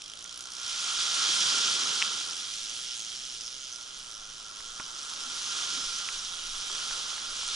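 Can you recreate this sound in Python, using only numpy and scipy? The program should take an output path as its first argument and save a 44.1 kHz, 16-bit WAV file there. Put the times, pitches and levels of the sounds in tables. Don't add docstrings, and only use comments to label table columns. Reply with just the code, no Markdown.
import sys
import numpy as np
from scipy import signal
from scipy.fft import rfft, irfft, next_fast_len
from scipy.io import wavfile

SR = 44100
rng = np.random.default_rng(int(sys.argv[2]) if len(sys.argv) > 2 else 0)


def field_ratio(decibels):
    return 10 ** (np.asarray(decibels, dtype=float) / 20)


def wav_out(sig):
    wavfile.write(sys.argv[1], SR, np.round(np.clip(np.atleast_2d(sig).T, -1, 1) * 32767).astype(np.int16))


N = 332943
SIZE = next_fast_len(N + 8192)
HZ = np.maximum(np.arange(SIZE // 2 + 1) * SR / SIZE, 1)

# f/Hz, width/Hz, boost/dB
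CAVITIES = [(1079, 110, 3.5), (1388, 85, 9.5), (1270, 80, 3.5), (1600, 110, 3), (2415, 100, 4),
            (3360, 300, 2), (670, 160, -3)]


def rms_one(x):
    return x / np.sqrt(np.mean(x ** 2) + 1e-20)


def pair_rms_one(both):
    return both / np.sqrt(np.mean(both.mean(axis=0) ** 2))


def in_time(rows):
    s, *columns = np.transpose(rows)
    return [np.interp(np.arange(N) / SR, s, c) for c in columns]


def in_pitch(rows):
    hz, *columns = np.transpose(rows)
    return [np.interp(np.log(HZ), np.log(hz), c) for c in columns]


def drift(rate):
    r = np.exp(-80 * np.pi * rate / SR)
    noise = rng.standard_normal(N // 40 + 2002)
    slow = signal.lfilter([1], [1, -2 * r, r * r], noise)[2000:]
    return np.interp(np.arange(N) / 40, np.arange(len(slow)), rms_one(slow))


def ring(clicks, hz, t60):
    r, w = field_ratio(-60 / (t60 * SR)), 2 * np.pi * hz / SR
    return signal.lfilter([0, np.sin(w)], [1, -2 * r * np.cos(w), r * r], clicks + 1e-18)


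def housing():
    # f/Hz, level/dB per Hz
    colour = [(70, -29), (220, -18.5), (400, -13.5), (680, -13.5), (950, -10.5), (1400, -6), (1900, -14.5),
              (2700, -9.5), (3100, -3), (4500, -4.5), (5400, -2), (6600, -4.5), (8000, -10.5),
              (11000, -17.5)]
    peaks_db = sum(db / (1 + (2 * (HZ - hz) / width) ** 2) for hz, width, db in CAVITIES)
    return field_ratio(in_pitch(colour)[0] + peaks_db)


def ports(shared, own, gain):
    # f/Hz, likeness/0-1, left lead/rad, left-right/dB
    port_pair = [(40, 1, -0.011, 0.5), (130, 0.74, -0.71, 0.2), (300, 0.37, -0.49, 0),
                 (644, 0.17, -1.54, 1), (1050, 0.87, -1.8, 1.5), (1340, 0.74, -0.69, -1),
                 (1670, 0, -1.15, -1), (2440, 1, -1.7, -1), (3200, 0.55, -0.62, -5.5),
                 (4300, 0.97, -0.59, -2), (6100, 0.87, -0.22, -2), (7360, 0.66, 0.58, -2.5),
                 (9300, 1, 1, -1), (11200, 0.82, -1.4, -0.8)]
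    alike, lead, pan_db = in_pitch(port_pair)
    alike = np.clip(alike, 0, 1)
    mid = np.sqrt(1 + alike) * rfft(shared, SIZE)
    side = np.sqrt(1 - alike) * rfft(own, SIZE)
    tilt = field_ratio(pan_db / 2) * np.exp(.5j * lead)
    both = np.array([(mid + side) * tilt, (mid - side) / tilt])
    return irfft(gain * both, SIZE)[:, :N] / np.sqrt(2)


def breeze():
    # t/s, peak level/dB
    gust_peaks = [(0.0, -75), (0.97, -67), (1.25, -61), (1.7, -66), (2.61, -59), (2.9, -64), (3.32, -62),
                  (3.97, -57), (4.15, -59), (4.7, -57), (5.28, -60), (5.85, -55.5), (6.14, -55),
                  (6.55, -50), (6.72, -51.5), (6.92, -52), (7.06, -54), (7.33, -50), (7.52, -50)]
    rise_db_per_s, fall_db_per_s, calm_db, far_surf_db = 70, 40, -78, -72.5
    gusts = rng.standard_normal((2, N)) * field_ratio(1.7 * drift(1.1))
    slope = HZ / 14 / (1 + (HZ / 20) ** 6.6)
    wind = rms_one(ports(*gusts, slope))
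    shore_slope = HZ / 12 / (1 + HZ / 12) * (1 + 25 / HZ) / (1 + (HZ / 900) ** 10)
    shore = rms_one(ports(*rng.standard_normal((2, N)), shore_slope))
    late = np.arange(N) / SR - np.array(gust_peaks)[:, :1]
    swell_db = np.array(gust_peaks)[:, 1:] + np.minimum(rise_db_per_s * late, -fall_db_per_s * late)
    wind_db = np.maximum(swell_db.max(axis=0), calm_db) + 0.5
    return field_ratio(wind_db) * wind + field_ratio(far_surf_db + 10.5) * shore


def knocks():
    # t/s, peak level/dB, ring f/Hz, cavity level/dB, left-right/dB
    tackle = [(.2515, -39, 2100, -8, 0), (2.0197, -13.5, 2550, -30, 3), (2.0243, -8, 2650, -30, 2),
              (4.6043, -37, 1900, -8, -5), (4.7990, -31.5, 2300, 0, -6), (4.8030, -33, 1050, -6, -6),
              (4.8065, -35, 1200, -6, -6), (6.0883, -19.5, 2450, -22, -1.5), (6.7000, -35, 1400, -5, -2),
              (6.9100, -31, 1500, -8, -2.5), (7.1800, -34, 1700, -8, -2), (7.4320, -32, 1200, -8, -2)]
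    # t/s, peak level/dB, ring f/Hz
    light_ticks = [(.0185, -30, 3300), (.4070, -24, 6000), (4.9900, -24, 5600), (5.0958, -26, 3830),
                   (5.1362, -23, 4600), (6.9924, -25, 5400), (7.3555, -25, 6000), (7.3672, -22, 6500),
                   (7.4665, -23, 6500), (7.4790, -18, 8000), (7.4868, -20, 5600), (7.4885, -24, 3300)]
    tick_cavity_db, tick_pan_db, thud_db = -25, -3, -12
    out, length = np.zeros((2, N)), 2048
    tap = np.diff(np.eye(1, length + 1, 1)[0])
    hollow = ring(tap, CAVITIES[0][0], .022) + .9 * ring(tap, CAVITIES[1][0], .03)
    thud = ring(np.cumsum(tap), 260, .006)
    blows = [*tackle, *((*tick, tick_cavity_db, tick_pan_db) for tick in light_ticks)]
    for s, peak_db, hz, cavity_db, pan_db in blows:
        body = ring(ring(tap, .8 * hz, .002), 1.12 * hz, .003)
        over = ring(ring(tap, 2.1 * hz, .002), 2.1 * hz, .003)
        body = body / abs(body).max() + field_ratio(-11) * over / abs(over).max()
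        body += field_ratio(cavity_db + 14) * hollow + field_ratio(2 * cavity_db + thud_db + 14) * thud
        i = round(s * SR)
        pan = field_ratio([[pan_db / 2], [-pan_db / 2]])
        out[:, i:i + length] -= (field_ratio(peak_db - 0.5) * body * pan)[:, :N - i]
    return out


def reel():
    # t/s, speed/teeth per s, ticking level/dB, frame level/dB as the grip changes
    winding = [(0.0, 48, -53, -1), (0.15, 55, -50.5, -5), (0.4, 63, -48, -7), (0.7, 62, -46, -8),
               (0.85, 60, -50, -5), (2.0, 40, -50, -5), (2.2, 80, -45.5, -4), (2.44, 95, -48, -6),
               (2.66, 117, -46, -1), (3.3, 122, -45, -9), (3.9, 128, -50, -5), (4.3, 105, -51, -5),
               (4.8, 115, -50, -6), (5.1, 150, -47.5, -4), (5.5, 195, -44.5, -8), (5.87, 215, -43, -10),
               (6.3, 176, -45.5, -2), (7.55, 180, -46.5, -6)]
    # f/Hz, level/dB, t60/s
    frame_modes = [(2950, -1, .014), (3300, 0, .013), (3750, -2, .011), (4300, -4, .010)]
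    pawl_modes = [(5050, -2, .014), (5400, -1, .015), (5750, 0, .015), (6150, 0, .015), (6600, -2, .013)]
    spring_modes = [(7500, 0, .007), (8300, -2, .006), (9500, -3, .006), (10200, -3, .005),
                    (10750, -1, .005)]
    spring_db, part_wander_db = -5.5, .7
    turn_s, push_at_s, push, full_swing_per_s = .376, 3.6, .08, 120
    speed, ticking_db, frame_db = in_time(winding)
    turn = np.cos(2 * np.pi * (np.arange(N) / SR - push_at_s) / turn_s)
    speed = speed * (1 + push * np.clip(speed / full_swing_per_s, 0, 1) ** 4 * turn)
    teeth_passed = np.cumsum(speed) / SR + .0019 * speed
    at = np.flatnonzero(np.diff(np.floor(teeth_passed)) > 0)
    age = np.arange(300) / SR
    rattle = (age / .00045) ** 2 * np.exp(-age / .00045)
    force, out = field_ratio(1.3 * rng.standard_normal(N)[at]), 0
    parts = (frame_modes, frame_db), (pawl_modes, 0), (spring_modes, spring_db + frame_db / 2)
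    for part, part_db in parts:
        loud_db = ticking_db + part_db + part_wander_db * drift(2.5)
        rings = np.zeros((2, N))
        for hz, level_db, t60 in part:
            drops = np.zeros(N)
            drops[at] = force * field_ratio(level_db + 2.7 * drift(6.0)[at] + 1.3 * rng.standard_normal(N)[at])
            blows = signal.fftconvolve(drops, rattle)[:N] * rng.choice([-1, 1], (2, N))
            rings += ring(blows, hz, t60) / np.sqrt(t60)
        both = ports(*(rings / np.sqrt(speed)), 1) * field_ratio([[-1.1], [1.1]])
        out = out + field_ratio(loud_db + 1.8) * pair_rms_one(both)
    return out


def gulps():
    # t/s, level/dB, f/Hz
    pockets = [(1.24, -56, 300), (1.33, -52, 189), (1.42, -46, 330), (1.55, -60, 230), (1.76, -49, 300),
               (1.82, -49, 255), (2.142, -54, 250), (5.26, -51, 244), (5.72, -56, 289), (5.77, -48.5, 254),
               (6.701, -52, 377), (6.88, -58, 252)]
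    out, age = np.zeros(N), np.arange(6000) / SR
    for s, level_db, hz in pockets:
        swell = age / 0.014 * np.exp(1 - age / 0.013)
        pulse = swell * np.sin(2 * np.pi * hz * age * (1 + 1.04 * age))
        out[round(s * SR):][:len(age)] += field_ratio(level_db) * pulse
    return ports(out, 0.2 * out, 0.97)


def water(low_hz, high_hz, bursts_per_s, cycles, share, patchy_db, churn_hz):
    pair, patches = [], [drift(churn_hz), drift(4 * churn_hz)]
    pitches = np.geomspace(low_hz, high_hz, num=8)
    for side in range(2):
        sizes = field_ratio(2.1 * np.minimum(rng.exponential(1, N), 5)) * rng.choice([-1, 1], N)
        born = rng.random(N) < bursts_per_s / SR
        dealt = rng.integers(0, 8, N)
        near = 0
        for k, hz in enumerate(pitches):
            near = near + ring(sizes * born * (dealt == k), hz, cycles / hz) * np.sqrt(hz)
        far = rng.standard_normal(N)
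        pair.append(field_ratio(patchy_db * sum(patches)) * (share * rms_one(near) + far))
    band = 1 / np.sqrt((1 + (low_hz / HZ) ** 12) * (1 + (HZ / high_hz) ** 12))
    return pair_rms_one(ports(*pair, band * housing()))


def surf():
    # t/s, breaking level/dB, close fine froth level/dB
    waves = [(0.0, -58.5, -1.5), (0.5, -54.5, -3), (0.71, -49, 2.5), (0.9, -44.5, 2), (1.2, -40, 1),
             (1.5, -39.5, 1.5), (2.02, -42, -0.5), (2.27, -47, -1), (2.5, -53.5, 4), (2.96, -58, 6.5),
             (3.66, -57, 0.5), (4.31, -55, -4), (4.94, -50.5, -4.5), (5.62, -44, -1), (6.4, -50.5, -1.5),
             (6.92, -45, -1.5), (7.27, -48.5, -1.5), (7.55, -47, 1.5)]
    layer_edges = 100, 600, 1780, 7100, 12500
    plunge_lag_s = 0.074
    splash_db, froth_db = in_time(waves)
    late_db = in_time(np.add(waves, [plunge_lag_s, 0, 0]))[0]
    plunge_db = -66.5 + 1.23 * (late_db + 50)
    foam_db = splash_db + 11 + froth_db
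    spray_db = -48 + 0.9 * (foam_db + 38)
    plunge = water(*layer_edges[0:2], bursts_per_s=260, cycles=12.4, share=.25, patchy_db=0.7, churn_hz=5.4)
    splash = water(*layer_edges[1:3], bursts_per_s=500, cycles=5.5, share=0.17, patchy_db=0.66, churn_hz=4.1)
    foam = water(*layer_edges[2:4], bursts_per_s=2500, cycles=5.2, share=0.34, patchy_db=0.55, churn_hz=17.0)
    spray = water(*layer_edges[3:5], bursts_per_s=1800, cycles=6.9, share=0.86, patchy_db=0.7, churn_hz=7.7)
    return field_ratio(plunge_db) * plunge + field_ratio(splash_db) * splash + field_ratio(foam_db) * foam + field_ratio(spray_db) * spray


def scene():
    return breeze() + knocks() + reel() + gulps() + surf()


def roll_off(x):
    return signal.sosfilt(signal.butter(12, 12080, fs=SR, output="sos"), x)


def record(dry):
    steep = signal.ellip(16, .3, 60, 10990, fs=SR, output="sos")
    return roll_off(signal.sosfilt(steep, dry))


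dry = scene()
out = record(dry)
wav_out(out)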